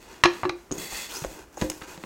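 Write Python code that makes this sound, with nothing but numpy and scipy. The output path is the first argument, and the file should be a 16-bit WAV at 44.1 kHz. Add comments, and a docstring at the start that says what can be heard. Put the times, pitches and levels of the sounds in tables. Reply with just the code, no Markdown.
"""Dough in a steel bowl

A hard object is bumped on a kitchen counter and rocks to rest; the counter top booms under it.
A hand rubs floury dough round a steel bowl, faintly at first, then in firmer strokes, while
fingers knock against the wall and grip the rim. One sweep up the wall rises in pitch.
The hands damp the bowl; the room is small and quiet."""
import sys
import numpy as np
from scipy import signal
from scipy.fft import rfft, irfft
from scipy.io import wavfile

SR = 44100
rng = np.random.default_rng(int(sys.argv[2]) if len(sys.argv) > 2 else 0)


def digitize_waveform(pressure):
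    """Quantize a signal to 16-bit integers and store it at the path in sys.argv[1].

    Rows of a 2-D input are taken as channels; values are limited to [-1, 1].
    """
    field = np.atleast_2d(pressure).T
    bounded = np.clip(field, -1, 1)
    quanta = np.round(bounded * 32767).astype(np.int16)
    wavfile.write(sys.argv[1], SR, quanta)


N = 90404
T = np.arange(SR // 2) / SR  # time within one event [s]


def amp(db):
    """Decibels to amplitude ratio."""
    return 10 ** (np.asarray(db) / 20)


def unit_rms(x):
    """Normalisation to an rms of 1."""
    return x / np.sqrt(np.mean(x ** 2) + 1e-20)


def value_at(points, hz):
    """Interpolation on a log-frequency axis."""
    f, value = np.transpose(points)
    return np.interp(np.log(hz + 1), np.log(f + 1), value)


def add(mix, start_s, sound):
    """Superposition: a sound joins the mix at its start time."""
    part = mix[max(round(start_s * SR), 0):][:len(sound)]
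    part += sound[:len(part)]


def decay(t, t60):
    """Exponential damping: 60 dB down after t60 seconds."""
    return np.exp(-np.log(1000) * t / t60)


def colour(x, gain_db):
    """Spectral shaping by a function of frequency, scaled to an rms of 1."""
    hz = np.fft.rfftfreq(len(x), 1 / SR)
    return unit_rms(irfft(rfft(x) * amp(gain_db(hz)), len(x)))


def lowpass(x, hz):
    """Second-order roll-off above a cutoff."""
    return signal.lfilter(*signal.butter(2, min(hz, SR / 2 - 1000), fs=SR), x)


def ring(modes):
    """Free vibration: a sum of damped sinusoids of alternating sign."""
    return sum((-1) ** k * amp(db) * decay(T, t60) * np.sin(2 * np.pi * hz * T)
               for k, (hz, db, t60) in enumerate(modes))


def flutter(samples, depth_db):
    """Random amplitude modulation: the gain of uneven slipping."""
    return amp(depth_db * unit_rms(lowpass(rng.standard_normal(samples), hz=68)))


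# spectrum of the quiet kitchen (frequency [Hz], relative level [dB])
AIR_SPECTRUM = [(20, -9), (50, 10.5), (130, -5), (350, 4), (600, -4), (1500, -7.5), (4000, -20),
                (6700, -17), (10000, -24), (16000, -24)]


def air(level_db=-54):
    """Ambient noise: steady, broadband and strongest in the bass."""
    return amp(level_db) * colour(rng.standard_normal(N), lambda f: value_at(AIR_SPECTRUM, f))


# spectrum of dough rubbing on steel (frequency [Hz], relative level [dB])
FRICTION_SPECTRUM = [(40, -4), (180, -1), (400, 6), (700, 0.5), (1250, 0.5), (2500, -3.5), (5000, -3.5),
                     (8200, -2), (9300, -11), (11000, -9), (16000, -10.5)]
# resonances of the hollow, hand deep inside, with some dips in the sound (frequency [Hz], bandwidth [Hz], gain
# [dB])
DEEP_RESONANCES = [(190, 31, 10), (910, 80, 2.5), (1300, 390, -2), (1880, 83, 9), (2055, 130, 12),
                   (2290, 110, -4), (2600, 290, 11.5), (2950, 170, -3.5), (3410, 130, 13),
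                   (3700, 260, -0.5), (4010, 160, 5.5), (4500, 180, 11.5), (4800, 110, -3), (5030, 80, 2),
                   (5760, 150, -3.5), (6700, 200, 5), (7000, 195, 0.5), (8150, 250, 3)]
# resonances of the hollow, hand near the rim (frequency [Hz], bandwidth [Hz], gain [dB])
RIM_RESONANCES = [(330, 104, 12.5), (926, 230, 15.5), (1500, 270, 12.5), (2500, 160, 9), (2830, 160, 10.5),
                  (4150, 390, 1), (5150, 320, 5), (5870, 200, 11), (6610, 410, 8), (10200, 330, 9.5)]
# strokes of the hand (time [s], duration [s], level [dB], treble shelf [dB], bass shelf [dB],
# nearness to the rim [0-1], grain spread [dB])
STROKES = [(0, 0.078, -51.5, -2, -3, 0.3, 5.5), (.05, 0.2, -47.5, -7.5, 1, 0.5, 5.5),
           (.28, 0.22, -44.5, -4.5, 4, 0.35, 4.5), (.55, 0.14, -58.5, 1, -2, 0.7, 3),
           (0.719, 0.096, -39, 8.5, 19.5, .5, 3.5), (0.772, .135, -35.5, 8.5, 6, 0, -2),
           (0.886, 0.23, -35, 1, -9, 0.14, 2), (1.087, 0.2, -37, 7, -0.5, 0.7, 3),
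           (1.257, 0.14, -45, 9.5, 12, 0.32, 1), (1.342, 0.12, -45.5, -1, 7.5, 0.7, 4.5),
           (1.521, 0.099, -53, 6.5, 7, 0.9, 12), (1.579, 0.11, -40.5, 6, 7, 0.43, 4.5),
           (1.633, 0.25, -48, 10.5, 7.5, 0.66, 2), (1.808, 0.071, -44, -10, 0, 0.68, 2.5),
           (1.864, .13, -43, -1.5, 3, 0.6, 0.5), (1.97, 0.28, -48, 2.5, 9.5, 0.3, 5)]


def rubbing(grains_per_s=3000, hiss_db=1):
    """Stick-slip friction: crumbs slip on steel, filtered by a cavity that the hand retunes."""
    out = np.zeros(N)
    for start_s, length_s, db, treble_db, bass_db, rim, spread_db in STROKES:
        slipping = rng.random(len(T)) < grains_per_s / SR
        strengths = amp(spread_db * np.minimum(rng.exponential(1, len(T)), 4))
        grains = unit_rms(slipping * strengths * rng.choice([-1, 1], len(T)))
        hiss = amp(hiss_db) * rng.standard_normal(len(T))
        friction = (grains + hiss) * flutter(len(T), depth_db=0.88)

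        def stroke_spectrum(f):
            """Lorentzian resonances and two shelves shape the friction spectrum, in dB."""
            deep_db, rim_db = (sum(gain / (1 + (2 * (f - hz) / width) ** 2) for hz, width, gain in peaks)
                               for peaks in (DEEP_RESONANCES, RIM_RESONANCES))
            cavity = deep_db + rim * (rim_db - deep_db)
            treble = treble_db * f ** 2 / (f ** 2 + 5000 ** 2)
            bass = bass_db / (1 + (f / 900) ** 2)
            return value_at(FRICTION_SPECTRUM, f) + cavity + treble + bass

        progress = np.minimum(T / length_s, 1)
        speed = abs(np.sin(np.pi * progress ** 0.67)) ** 0.86  # a rounded arch that peaks early
        add(out, start_s, amp(db) * speed * colour(friction, stroke_spectrum))
    return out


# spectrum of the crack of contact (frequency [Hz], relative level [dB])
CRACK_SPECTRUM = [(100, -7), (550, -8.5), (1150, 6.5), (1450, -5), (1900, 0), (3200, -7), (4100, -4.5),
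                  (6000, -9), (7500, -16.5), (11000, -16.5), (16000, -28)]
# modes of the object's body (frequency [Hz], relative level [dB], T60 [s])
BODY_MODES = [(764, -7, 0.08), (900, -4, 0.078), (1030, -21, .11), (1156, 5.5, 0.12), (1239, 0, 0.053),
              (1700, -0.5, 0.15), (1780, -10, 0.082), (2078, -22, 0.1), (2340, -13, 0.15),
              (2474, -9, 0.095), (2683, 5.5, 0.061), (2850, -0.5, 0.076), (3305, -31, .08),
              (4030, 5, 0.096), (3570, -18, 0.15), (4420, -3, .1), (5292, -2, 0.11), (6300, -21, 0.19),
              (6500, -6, 0.16)]
# modes of its edge (frequency [Hz], relative level [dB], T60 [s])
EDGE_MODES = [(1228, -2, .06), (2410, 5.5, 0.044), (2620, -6.5, 0.051), (3890, -9, .04), (4150, 3, 0.024),
              (5900, -27, 0.13)]
# landings on the counter (time [s], gain [dB], cutoff [Hz], thud level [dB], clink gain [dB])
LANDINGS = [(.237, -0.5, 7200, -25, -23.5), (0.2392, -15.5, 5900, -50, -37), (0.2492, -7.5, 2630, -28, -36),
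            (0.2564, -3.5, 3760, -32, -24.5), (0.2618, -20, 1800, -34.5, -40),
            (.4333, -9, 1170, -27.5, -44), (0.4432, -18, 1270, -40, -47), (0.4527, -14.5, 2660, -31.5, -59),
            (0.4936, -15.5, 4500, -36, -32)]


def rocking_object(thud_hz=128, thud_t60_s=0.066):
    """Impact excitation: each landing cracks, thuds and rings; a softer contact loses the treble."""
    out = np.zeros(N)
    envelope = decay(T, t60=0.026)
    for start_s, db, cutoff_hz, thud_db, clink_db in LANDINGS:
        noise = colour(rng.standard_normal(len(T)), lambda f: value_at(CRACK_SPECTRUM, f))
        crack = unit_rms(noise * envelope) * np.sqrt(np.mean(envelope ** 2))
        impact = lowpass(amp(-3.5) * crack + amp(-26) * ring(BODY_MODES), cutoff_hz)
        thud = ring([(thud_hz, thud_db, thud_t60_s)])
        add(out, start_s, amp(db) * impact + thud + amp(clink_db) * ring(EDGE_MODES))
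    return out


# side modes of the counter top (frequency ratio to the main mode [1], relative level [dB])
COUNTER_SIDE_MODES = [(.885, -29), (1.491, -20.5)]
# booms under the heavy landings (time [s], level [dB], main frequency [Hz])
BOOMS = [(.249, -9, 350.3), (.449, -15.5, 363.9), (.455, -26, 307), (.513, -24, 349.7)]


def counter_booms(rise_s=0.0067, t60_s=0.21):
    """Plate resonance: the counter top swells into a low note after a heavy landing."""
    out = np.zeros(N)
    swell = 1 - np.exp(-T / rise_s)
    for start_s, db, hz in BOOMS:
        sides = [(hz * ratio, db + side_db, t60_s) for ratio, side_db in COUNTER_SIDE_MODES]
        add(out, start_s, swell * ring([(hz, db, t60_s)] + sides))
    return out


# low modes of the steel wall (frequency [Hz], relative level [dB], T60 [s])
WALL_MODES = [(309, -7, 0.29), (351.3, 2, 0.11), (524.7, 1.5, 0.27), (857, -29, 0.17), (1615, -17, 0.11),
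              (1884, -25, 0.22), (2520, -43, 0.16), (3420, -43, .25)]
# its high, short-lived modes (frequency [Hz], relative level [dB], T60 [s])
TING_MODES = [(5130, -11, 0.0063), (6360, -5.5, 0.012), (6680, -6.5, 0.027), (6930, -8, 0.019),
              (8180, -18, 0.021)]
# touches on the bowl (time [s], click level [dB], click cutoff [Hz], thud level [dB],
# thud frequency [Hz], ting gain [dB], ring gain [dB])
TAPS = [(0.7107, -26, 1400, -32, 300, -75, -70), (.715, -27.5, 3460, -19, 312, -22, -54),
        (0.7228, -28.5, 4500, -17.5, 345, -19, -52), (0.7812, -46, 2470, -33, 190, -25, -63),
        (.925, -32, 900, -38.5, 53.6, -52, -51), (.922, -48, 1500, -27, 870, -55, -61),
        (.931, -35, 1500, -23.5, 870, -55, -58), (1.2211, -33, 1500, -27, 139, -50, -66),
        (1.2402, -22.5, 1550, -38, 160, -45, -60), (1.2474, -19.5, 900, -16, 540, -32, -39),
        (1.256, -44, 800, -32.5, 48.6, -55, -52), (1.571, -49, 3000, -54, 400, -34, -50),
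        (1.574, -31, 900, -21, 805, -53, -70), (1.5775, -42, 900, -25, 694, -31.5, -47),
        (1.614, -14, 3200, -24, 300, -28, -53), (1.6212, -17, 2220, -13.5, 206, -31.5, -30.5),
        (1.627, -20, 800, -26.5, 57.4, -40, -55), (1.641, -39, 900, -20.5, 324, -33, -26.5),
        (1.6998, -14.5, 9500, -27, 404, -22.5, -60), (1.718, -30, 3000, -40, 327, -36, -42.5),
        (1.816, -26, 1800, -40, 403, -57, -46.5), (1.8205, -23.5, 1900, -65, 400, -54, -45),
        (1.977, -32.5, 3000, -34, 170, -60, -49), (2.0382, -23.5, 1680, -28.5, 195, -58, -43.5)]


def finger_taps(thud_decay_cycles=1.14):
    """Damped modal vibration: a finger clicks and thuds, and the held steel rings briefly."""
    out = np.zeros(N)
    for start_s, click_db, cutoff_hz, thud_db, thud_hz, ting_db, ring_db in TAPS:
        snap = lowpass(signal.unit_impulse(len(T)), cutoff_hz)
        rattle = unit_rms(lowpass(rng.standard_normal(len(T)), cutoff_hz)) * decay(T, t60=0.02)
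        click = amp(-8) * rattle - snap / snap.max()
        thud = np.sin(2 * np.pi * thud_hz * T) * np.exp(-thud_hz * T / thud_decay_cycles)
        steel = amp(ting_db) * ring(TING_MODES) + amp(ring_db) * ring(WALL_MODES)
        add(out, start_s, amp(click_db) * click + amp(thud_db) * thud + steel)
    return out


# path of the gritty swish up the wall (time [s], centre frequency [Hz], level [dB])
SWEEP_PATH = [(1.09, 2723, -54), (1.11, 3000, -43), (1.135, 4166, -53), (1.16, 5250, -40.5),
              (1.185, 6410, -46), (1.219, 7000, -65)]


def wall_sweep(bandwidth_hz=950):
    """Swept resonance: uneven slips excite a band that climbs as the gap under the fingers closes."""
    times, centre_hz, db = np.transpose(SWEEP_PATH)
    t = np.arange(N) / SR
    carrier = np.exp(2j * np.pi * np.cumsum(np.interp(t, times, centre_hz)) / SR)
    baseband = lowpass(rng.standard_normal(N) + 1j * rng.standard_normal(N), bandwidth_hz / 2)
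    swish = (baseband * carrier).real * flutter(N, depth_db=2.5)
    return unit_rms(swish) * np.interp(t, times, amp(db), left=0, right=0)


# reverberation time of the kitchen (frequency [Hz], T60 [s])
ROOM_T60 = [(100, 0.41), (500, 0.3), (2500, 0.35), (6000, 0.26), (15000, 0.14)]


def reverberation(x, delay_s=0.0059):
    """Diffuse field: reflections merge into a noise tail, each band dying at its own rate."""
    hz, t, bands = signal.stft(rng.standard_normal(len(T)), SR, nperseg=256)
    bands *= decay(t, value_at(ROOM_T60, hz)[:, None])
    tail = signal.istft(bands, SR, nperseg=256)[1][:len(T)] * (T > delay_s)
    return signal.fftconvolve(x, tail / np.linalg.norm(tail))[:N]


def scene():
    """Superposition: direct sound, reverberation and ambient noise sum in one channel."""
    knocks = rocking_object()
    bowl = finger_taps() + rubbing() + wall_sweep()
    ambience = air()
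    room = reverberation(amp(-15) * knocks + amp(-12.5) * bowl)
    return (knocks + counter_booms() + bowl + room + ambience)[None]


def record(dry):
    """Soft saturation rounds the peaks at full scale; a low-pass filter limits the band."""
    rounded = dry / (1 + dry ** 8) ** (1 / 8)
    band_limit = signal.firwin(511, cutoff=16050, window=("kaiser", 9), fs=SR)
    return signal.oaconvolve(rounded, band_limit[None], "same")


dry = scene()
out = record(dry)
digitize_waveform(out)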